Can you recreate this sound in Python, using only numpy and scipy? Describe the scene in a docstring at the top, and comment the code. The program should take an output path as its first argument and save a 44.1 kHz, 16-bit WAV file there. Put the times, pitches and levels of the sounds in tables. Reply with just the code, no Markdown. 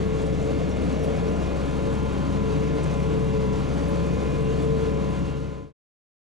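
"""Uneven diesel exhaust beats and gear whines rise and sag over a broad roar: from its open cab one hears
a four-cylinder tractor pull a disc harrow through dry grass. Beats and whines are tones locked to the
engine speed, the roar is shaped noise, and cab and panels are ringing noise. Straw crackles in short
snaps and steel parts rattle in bursts. A close pair of microphone ports hears it; the sound fades out."""
import sys
import numpy as np
from scipy import signal
from scipy.fft import rfft, irfft
from scipy.io import wavfile
from scipy.ndimage import uniform_filter1d

SR = 44100
rng = np.random.default_rng(int(sys.argv[2]) if len(sys.argv) > 2 else 0)


def to_wav(s):
    """Save 16-bit WAV."""
    ch = np.atleast_2d(s).T  # columns
    pcm = np.round(np.clip(ch, -1, 1) * 32767)  # PCM
    wavfile.write(sys.argv[1], SR, pcm.astype(np.int16))


N = 281783

# Engine speed under the changing pull. 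Each row: time in seconds, turns per minute.
SPEED = [(0.0, 2011), (.15, 2008), (.6, 2047), (.8, 2031), (1.0, 2056), (1.22, 2023), (1.6, 2057),
         (1.82, 2031), (2.0, 2041), (2.33, 2045), (2.53, 1998), (2.77, 2054), (3.05, 2021), (3.25, 2025),
         (3.52, 1984), (3.75, 2049), (4.1, 2047), (4.4, 2030), (4.72, 2045), (5.0, 2022), (5.15, 2032),
         (5.3, 2025), (5.6, 2045)]
# The low gear whine, which swells and nearly vanishes by turns. Each row: time in seconds, level in dB.
SURGE = [(0.0, -33.5), (.25, -32), (.65, -36), (.87, -44), (1.05, -33.5), (1.3, -32.5), (1.5, -50),
         (1.8, -35.5), (2.05, -36), (2.25, -51.5), (2.5, -30), (2.75, -32.5), (2.9, -40), (3.15, -31),
         (3.4, -30), (3.75, -45), (3.9, -34.5), (4.1, -36), (4.4, -33.5), (4.85, -27), (5.2, -42.5),
         (5.4, -34.5)]
# Higher gear whines. Each entry: teeth met per engine cycle.
MESHES = [32.82, 59.99, 65.68, 82.65, 123.7, 131.4, 144.3, 164.4, 185.8]
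# Moving levels. Each row: time in seconds, then dB for the cab boom, the panel drone,
# the roar above 1500 Hz and the second firing tone.
LEVELS = [(0.0, -32, -57, -46.5, -42.5), (.3, -30.5, -46.5, -47.5, -34), (.5, -38.5, -42.5, -46.5, -34.5),
          (.65, -30, -43.5, -48, -36), (1.05, -31, -41, -46.5, -72), (1.35, -29.5, -41, -47, -44.5),
          (1.6, -36.5, -55, -47, -39), (1.85, -29, -49, -47, -39.5), (2.05, -32, -65, -47.5, -33.5),
          (2.3, -31.5, -53, -47, -43), (2.6, -31.5, -52.5, -46, -32), (2.85, -33.5, -46, -46.5, -38),
          (3.15, -28.5, -54.5, -47, -31.5), (3.4, -33, -59.5, -47, -32.5), (3.8, -34, -47, -46, -35.5),
          (4.05, -27, -55, -46, -46.5), (4.35, -37, -53, -47, -35.5), (4.55, -32, -45.5, -47, -30),
          (4.75, -28.5, -47.5, -46.5, -38), (4.9, -35, -54, -48, -39.5), (5.25, -31, -53, -47.5, -32)]
# Each row: time in seconds, level of the hood hum in dB, level of the crackle under the discs in dB.
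HUM_CRACKLE = [(0.0, -59, -63), (.4, -64, -59.5), (.8, -64, -53.5), (1.3, -65.5, -58.5), (1.7, -53, -57.5),
               (2.1, -48.5, -58), (2.6, -52.5, -53), (3.0, -51.5, -51.5), (3.5, -49.5, -62.5),
               (3.9, -46, -58.5), (4.2, -60, -68), (4.7, -65, -55), (5.3, -56.5, -57)]


def gain_of(db):
    """Amplitude factor for a level in dB."""
    return np.exp(np.asarray(db) * np.log(10) / 20)


def evened(x):
    """The signal scaled to rms 1."""
    return x / np.sqrt(np.mean(x ** 2) + 1e-20)


def columns(rows):
    """Each column of a timed table, sample by sample."""
    s, *values = np.transpose(rows)
    return [np.interp(np.arange(N) / SR, s, v) for v in values]


def on_log_axis(points, hz):
    """Each column of a table by frequency, joined by straight lines on a log frequency axis."""
    f, *values = np.transpose(points)
    return [np.interp(np.log(hz + 1), np.log(f + 1), v) for v in values]


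def waver(top_hz, low_hz=0.304):
    """Slow chance of rms 1, made of sines from low_hz up to top_hz."""
    t = np.arange(0, N + 256, 256) / SR
    slow = np.zeros(len(t))
    for f in np.geomspace(low_hz, top_hz, num=16):
        slow += np.sin(2 * np.pi * (f * t + rng.random())) / np.sqrt(f)
    return np.interp(np.arange(N) / SR, t, evened(slow))


def flutter(top_hz):
    """Quick chance of rms 1, even up to top_hz."""
    return evened(signal.lfilter(*signal.butter(2, top_hz, fs=SR), rng.standard_normal(N)))


def follow(db, sag_db, shift_db, waver_db):
    """A level that moves with the sag in engine speed, one shift of balance and slow chance."""
    # The balance shifts once, as if the microphone swung towards the gearbox: start and end in seconds.
    shift_span = (0.94, 1.94)
    steady_rpm = 2034
    sag_percent = 100 * (1 - columns(SPEED)[0] / steady_rpm)
    start, end = shift_span
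    shift = np.clip((np.arange(N) / SR - start) / (end - start), 0, 1)
    return db + sag_db * sag_percent + shift_db * shift + waver_db * waver(top_hz=5, low_hz=1.243)


def tone(turns, db):
    """A cosine from its running phase in turns, at an rms level in dB."""
    return np.sqrt(2) * gain_of(db) * np.cos(2 * np.pi * turns)


def resonate(x, hz, width):
    """A two-pole resonance passed twice, for steep skirts."""
    b, a = signal.iirpeak(hz, hz / width, SR)
    return signal.lfilter(b, a, signal.lfilter(b, a, x))


def surge_offset():
    """Swell of the low gear whine in dB around its reference of -36 dB."""
    return columns(SURGE)[0] + 36


def exhaust(cycles):
    """Tones on the engine cycle, one beat per firing spread a little by the pipe; uneven cylinders add odd ones."""
    # Two strong tones. Each entry: multiple of the cycle.
    beats = [4, 12]
    # Each row, one per strong tone: share of the surge, base level in dB, dB per 1% of sag,
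    # dB after the shift, waver in dB.
    beat_levels = [(0, -32, 0, 0.5, 0.72), (0.15, -42, 2, 3, 0.5)]
    # Weaker tones. Each row: multiple of the cycle, base level in dB.
    weak_beats = [(1, -45), (2, -50.5), (3, -54.5), (6, -54), (7, -59), (13, -47.5), (15, -47), (16, -43),
                  (17, -47), (20, -46.5), (22, -51), (24, -47.5), (28, -54.5), (37, -65)]
    # The odd tone just above the second firing tone. Each row: time in seconds, level in dB.
    throb = [(0.0, -46), (.35, -35.5), (.85, -45.5), (1.1, -46.5), (1.4, -51), (1.65, -57), (1.9, -33),
             (2.1, -54), (2.4, -32.5), (2.6, -31.5), (3.1, -33.5), (3.35, -41.5), (3.9, -52.5),
             (4.1, -55.5), (4.35, -30), (4.6, -34.5), (4.85, -32), (5.2, -41.5)]
    # The next tone up, which swells now and then. Each row: time in seconds, level in dB.
    tenth = [(0.0, -52), (.28, -31.5), (.5, -48.5), (.9, -32.5), (1.1, -46.5), (2.5, -46.5), (2.9, -34),
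             (3.3, -39), (3.7, -48), (4.0, -33), (4.3, -46), (5.2, -44)]

    surge_db = surge_offset()
    second_db = columns(LEVELS)[3]
    tones = []
    for order, (share, *level) in zip(beats, beat_levels):
        tones.append((order, follow(*level) + share * surge_db))
    tones.append((8, second_db + 0.49 * waver(top_hz=4.9, low_hz=2.7)))
    tones.append((9, columns(throb)[0]))
    tones.append((10, columns(tenth)[0]))
    tones += [(order, db + 2.0 * waver(top_hz=2.8)) for order, db in weak_beats]

    out = np.zeros(N)
    for order, db in tones:
        lag = .5 + order ** 2 / 77  # turns; the growing lag spreads the beat
        if order % 4 > 0:  # not a multiple of the firing rate
            lag += rng.random()
        out += tone(order * cycles + order / 250 * waver(top_hz=6.6) - lag, db)
    return out


def singing(teeth):
    """Smooth swells and dips in dB for one of the higher meshes."""
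    # Moments when a mesh sings out or drops away. Each row: middle in seconds, length in seconds,
    # teeth met per cycle (the nearest mesh is meant), gain in dB.
    moments = [(0.26, 0.18, 33, 5), (0.51, 0.13, 33, 7), (0.546, .3, 144, 3.5), (.85, 0.32, 33, -9),
               (1.077, 0.12, 33, 9), (1.299, 0.19, 60, 5.5), (1.47, 0.079, 33, 5), (1.46, 0.071, 33, -10.5),
               (1.7, .1, 33, -5.5), (1.864, 0.12, 33, 3.5), (2.052, 0.11, 33, -3), (2.27, .2, 33, 0.5),
               (2.418, 0.14, 33, -5.5), (2.799, 0.22, 33, 2), (.1, 0.24, 33, -2.5), (.38, 0.071, 33, -7.5),
               (0.18, .4, 66, 4), (0.8, 0.29, 66, -2), (2.852, 0.18, 66, -6), (3.093, 0.27, 66, 3),
               (3.514, 0.16, 60, 5), (3.718, 0.25, 60, -6), (3.942, 0.09, 33, 5), (0.71, .3, 164, 5),
               (1, .5, 131, 5.5), (.45, 0.25, 124, 2.5), (1.38, 0.15, 164, 4.5), (1.852, 1.7, 82, 0.5),
               (3.85, .3, 82, -1), (1.02, .3, 82, 2.5), (1.499, 0.15, 144, 8.5), (1.202, .2, 144, 10.5),
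               (2.05, 0.45, 186, 8), (2.6, .3, 164, 4.5), (2.75, .4, 164, -6.5), (4, .6, 164, -5.5),
               (5.01, .6, 186, 3.5), (2.749, .5, 124, 3.5), (3.0, 0.24, 144, 5.5), (3.27, .3, 164, 6.5),
               (3.4, 0.34, 124, 6.5), (4.1, 0.4, 144, 5.5), (4.32, .4, 144, 6), (4.3, 0.34, 124, 5.5),
               (4.46, 0.25, 164, 7), (4.55, 0.72, 82, -10), (2.62, .2, 82, -3.5), (3.25, 0.54, 82, -5),
               (6.3, .4, 82, -3), (4.98, 0.25, 164, 2.5), (5.33, .25, 164, 7)]
    t = np.arange(0, N + 256, 256) / SR
    swells = np.zeros(len(t))
    for s, length, count, db in moments:
        nearest = min(MESHES, key=lambda mesh: abs(mesh - count))
        if nearest == teeth:
            swells += db * np.exp(-(2 * (t - s) / length) ** 2)
    return np.interp(np.arange(N) / SR, t, swells)


def gears(cycles):
    """Tooth-mesh whines follow the engine speed; play in the teeth smears the high ones most."""
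    # Each row, one per higher mesh: base level in dB, dB per 1% of sag, dB after the shift.
    mesh_levels = [(-42, 0, 0.7), (-57, -0.5, 11), (-57, 2.5, 2.5), (-57.5, 0.5, 4.5), (-59.5, 0, -2),
                   (-62.5, 1, -0.5), (-67, -1, 4.5), (-62, 1, 0.5), (-65.5, -1.5, 1.5)]
    # Faint gear and pump tones. Each row: teeth met per cycle, base level in dB.
    faint = [(41.25, -57), (47.1, -56), (51.5, -62), (56, -58.5), (61.9, -64), (72.8, -60.5), (88, -70.5),
             (98.55, -62), (103.1, -62), (120.5, -65.5), (156.8, -64.5), (180, -75), (206.3, -63),
             (226.8, -63.5), (247.5, -67.5)]

    low_teeth, low_play = 26.15, .065  # teeth met per cycle, rms play in turns of the tone
    low_db = columns(SURGE)[0] + 1.8 * flutter(top_hz=14)
    out = tone(low_teeth * cycles + low_play * flutter(top_hz=11), low_db)
    # The gearbox case rings as noise around the low whine and swells with it.
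    case = evened(resonate(rng.standard_normal(N), hz=441.6, width=60))
    out += gain_of(-24.5 + 0.8 * columns(SURGE)[0]) * case

    whines = []
    for teeth, level in zip(MESHES, mesh_levels):
        whines.append((teeth, follow(*level, waver_db=1.0) + singing(teeth)))
    for teeth, db in faint:
        whines.append((teeth, db + 0.9 * waver(top_hz=6, low_hz=1.457)))
    for teeth, db in whines:
        play = (teeth / 520) ** 1.5 * flutter(top_hz=14)
        flicker_db = 1.5 * min(teeth / 110, 1) * flutter(top_hz=30)
        out += tone(teeth * cycles + play, db + flicker_db)
    return out


def roar(cycles):
    """Two unrelated draws of a patchy noise from block, fan and soil, throbbing a little with each firing."""
    # Spectrum of block, fan and discs in the soil. Each row: frequency in Hz, relative density in dB.
    roar_curve = [(12, -16), (25, -14), (55, -16), (100, 1), (125, -21), (290, -2.5), (370, -10),
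                  (470, -7.5), (600, -14.5), (900, -20.5), (1150, -19.5), (1900, -26.5), (2500, -26),
                  (5200, -37), (9000, -46.5), (12500, -58), (15700, -75.5)]
    # Broad ringing of hood, cab and frame. Each row: centre in Hz, width in Hz, lift in dB.
    humps = [(2200, 58, 0.5), (3420, 290, 2), (4540, 130, 5), (5820, 200, 2.5), (6750, 2500, 7),
             (9750, 1200, 5.5)]
    # Low part over the rest: base gain in dB, dB per 1% of sag, dB after the shift, waver in dB.
    low_swell = (3.5, -1, -1.5, 0.05)

    frames = N // 256 + 5
    a, b, c, d, patches = rng.standard_normal((frames, 513, 5)).T
    # Chance smoothed over neighbouring bands and frames makes the noise patchy.
    patches = evened(uniform_filter1d(uniform_filter1d(patches, 10, 0), 12, 1))
    z = np.array([a + 1j * b, c + 1j * d]) * gain_of(.8 * patches)
    white = signal.istft(z, nperseg=1024, noverlap=768)[1][:, :N]
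    white = white * gain_of(0.9 * waver(top_hz=30, low_hz=3))
    white = white * gain_of(.35 * np.cos(2 * np.pi * 4 * cycles))  # four firings a cycle

    hz = np.fft.rfftfreq(N, 1 / SR)
    humps_db = sum(db / (1 + (2 * (hz - mid_hz) / width) ** 2) for mid_hz, width, db in humps)
    spectrum = rfft(white) * gain_of(on_log_axis(roar_curve, hz)[0] + humps_db)
    treble_rms = np.sqrt(np.mean(irfft(spectrum * (hz > 1500), N) ** 2))
    low = 1 / (1 + (hz / 500) ** 4)
    level_db = columns(LEVELS)[2]
    both = irfft(spectrum * low, N) * gain_of(follow(*low_swell)) + irfft(spectrum * (1 - low), N)
    return both / treble_rms * gain_of(level_db)


def damped(x):
    """Loose joints soak up the widest swings of a ringing part."""
    swing = uniform_filter1d(evened(x) ** 2, 2000)
    return evened(x / (swing + .1) ** .13)


def body():
    """Cab, mudguards, hood and panels shaken by engine and ground ring as noise in their resonances."""
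    # Cab boom, mudguard ring and hood hum. Each row: centre in Hz, width in Hz.
    body_modes = [(166.2, 61.5), (500, 94), (860, 160)]
    # The mudguard ring. Each row: time in seconds, level in dB.
    guard_ring = [(0.0, -41), (.4, -38.5), (.9, -41), (1.15, -39.5), (1.4, -45.5), (1.9, -43),
                  (2.15, -69.5), (2.6, -53.5), (2.85, -42.5), (3.1, -48.5), (3.9, -54.5), (4.15, -37.5),
                  (4.6, -47), (5.0, -42.5), (5.3, -50.5)]
    # Modes of the panel drone. Each row: centre in Hz, width in Hz, relative level in dB.
    panels = [(634, 51, 4), (689, 70, 3.5), (764, 40, -6.5)]

    boom_db, drone_db = columns(LEVELS)[:2]
    levels_db = boom_db, columns(guard_ring)[0], columns(HUM_CRACKLE)[0]
    *shakes, buzz = rng.standard_normal((4, N))
    out = np.zeros(N)
    for db, shake, mode in zip(levels_db, shakes, body_modes):
        out += gain_of(db) * damped(resonate(shake, *mode))
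    drone = sum(gain_of(db) * evened(resonate(buzz, hz, width)) for hz, width, db in panels)
    return out + gain_of(drone_db + 0.35 * waver(top_hz=3.6, low_hz=3.5)) * evened(drone)


def crackle():
    """Straw and clods break under the discs in clumps of short snaps."""
    per_s = 900 * gain_of(3.0 * waver(top_hz=25, low_hz=6))
    struck = rng.random(N) < per_s / SR
    sizes = gain_of(3.2 * np.minimum(rng.exponential(1, N), 4)) * struck
    snaps = signal.oaconvolve(sizes, np.hanning(130))[:N] * rng.standard_normal(N)  # 3 ms each
    return gain_of(columns(HUM_CRACKLE)[1]) * evened(resonate(snaps, hz=2356, width=1300))


def grit():
    """Soft random snaps of grit and stalks, as short puffs of bright noise."""
    struck = rng.random(N) < 40 / SR  # 40 per second on average
    sizes = gain_of(2.2 * np.minimum(rng.exponential(1, N), 3)) * struck
    puffs = signal.oaconvolve(sizes, np.hanning(500))[:N] * rng.standard_normal(N)  # 11 ms each
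    return gain_of(-66.0) * evened(resonate(puffs, hz=6600, width=5000))


def rattles():
    """Steel parts of the harrow clatter in short bursts of resonant noise."""
    # Each row: start in seconds, peak in dB, centre in Hz, width in Hz, time scale of the burst in seconds.
    clatters = [(0.22, -45.5, 7600, 1980, 0.0067), (0.26, -48.5, 8000, 2000, 0.0073),
                (.422, -45, 7200, 1210, 0.0055), (.446, -48, 7400, 2000, .006),
                (0.706, -46, 5680, 450, 0.011), (1.008, -46, 5680, 450, 0.02),
                (1.03, -45, 8500, 11000, 0.011), (1.28, -49, 5750, 300, .008),
                (1.362, -49, 7500, 2500, 0.005), (2.12, -48, 7460, 3000, 0.0095),
                (2.32, -57, 9200, 600, .007), (2.757, -49, 7500, 3000, .005),
                (2.832, -41.5, 7950, 2500, 0.0066), (2.939, -43.5, 6500, 2500, 0.004),
                (3.0, -55, 9000, 6000, .01), (3.875, -48, 9550, 11000, .012),
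                (4.638, -48.5, 8500, 4000, 0.0097), (5.095, -55, 9500, 2500, .012)]
    out = np.zeros(N)
    t = np.arange(4000) / SR
    for s, db, hz, width, length in clatters:
        shape = np.sqrt(t / length) * np.exp(-(t / (2 * length)) ** 3)
        burst = resonate(rng.standard_normal(len(t)), hz, width) * shape
        out[round(s * SR):][:len(t)] += gain_of(db) * burst / abs(burst).max()
    return out


def scene():
    """Near sources and one roar reach both ports; the other roar only the right."""
    # Microphone ports. Each row: frequency in Hz, left over right in dB, lead of the right in radians,
    # likeness of the roar in both from 0 to 1.
    port_curve = [(25, 7.1, 0.18, 0.9), (45, 6.3, 0.49, 0.76), (70, 6.3, 0.91, 1.0), (110, 4.6, 1.24, 0.97),
                  (170, 3.2, 1.44, 0.99), (300, 2.2, 1.6, 0.97), (500, 2.7, 1.49, 0.96),
                  (800, 2.0, 1.63, 0.85), (1200, 1.4, 1.26, 0.82), (1800, 0.1, 1.08, 0.77),
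                  (2700, -1.6, 0.69, 0.8), (4000, -1.7, 0.25, 0.82), (6000, -2.4, 0.03, 0.85),
                  (8500, -1.2, -0.11, 0.77), (10500, -0.1, -0.35, 0.44), (12000, 1.4, -2.72, 0.45),
                  (14000, 0.8, -2.92, 0.51)]

    cycles = np.cumsum(columns(SPEED)[0]) / (120 * SR)  # a cycle takes two turns
    shared, apart = roar(cycles)
    near = exhaust(cycles) + gears(cycles) + body() + rattles() + grit() + crackle()
    margin = 4096  # samples, against wrap-round in the transform
    sounds = np.pad([near, shared, apart], ((0, 0), (margin, margin)), "reflect", reflect_type="odd")
    length = sounds.shape[1]

    lean_db, lead, alike = on_log_axis(port_curve, np.fft.rfftfreq(length, 1 / SR))
    left = gain_of(lean_db / 2) * np.exp(-.5j * lead)
    right = gain_of(-lean_db / 2) * np.exp(.5j * lead)
    # Dividing by the strength of the roar in the mean of both ports keeps its tone there.
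    middle = np.sqrt(abs(left) ** 2 + abs(right) ** 2 + 2 * alike * np.cos(lead)) / 2
    near, shared, apart = rfft(sounds) / middle
    right_roar = alike * shared + np.sqrt(1 - alike ** 2) * apart
    ports = [left * (near + shared), right * (near + right_roar)]
    return irfft(ports, length)[:, margin:margin + N]


def record(dry):
    """Gain control and soft overload even out the swells; then the band limit and the fade to silence."""
    # The closing fade: start in seconds, silence in seconds, bend of the curve as an exponent.
    fade_out = (4.924, 5.729, 1.68)

    power_db = 10 * np.log10(uniform_filter1d((dry ** 2).mean(0), 1300) + 1e-12)
    over_db = np.maximum(power_db + 25, 0)  # above -25 dB
    level = dry / gain_of(.3 * uniform_filter1d(over_db, 600))
    level = .6 * np.tanh(level / .6)  # the small microphone rounds the tallest peaks

    edge_hz = 15800
    taps = signal.firwin(511, edge_hz, window=("kaiser", 9), fs=SR)[None]
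    padded = np.pad(level, ((0, 0), (255, 255)), "reflect", reflect_type="odd")
    limited = signal.oaconvolve(padded, taps, "valid")

    start, silent, bend = fade_out
    fade = 1 - np.clip((np.arange(N) / SR - start) / (silent - start), 0, 1) ** bend
    rise = np.minimum(np.arange(N) / (.003 * SR), 1)  # 3 ms
    return limited * fade * rise


dry = scene()
out = record(dry)
to_wav(out)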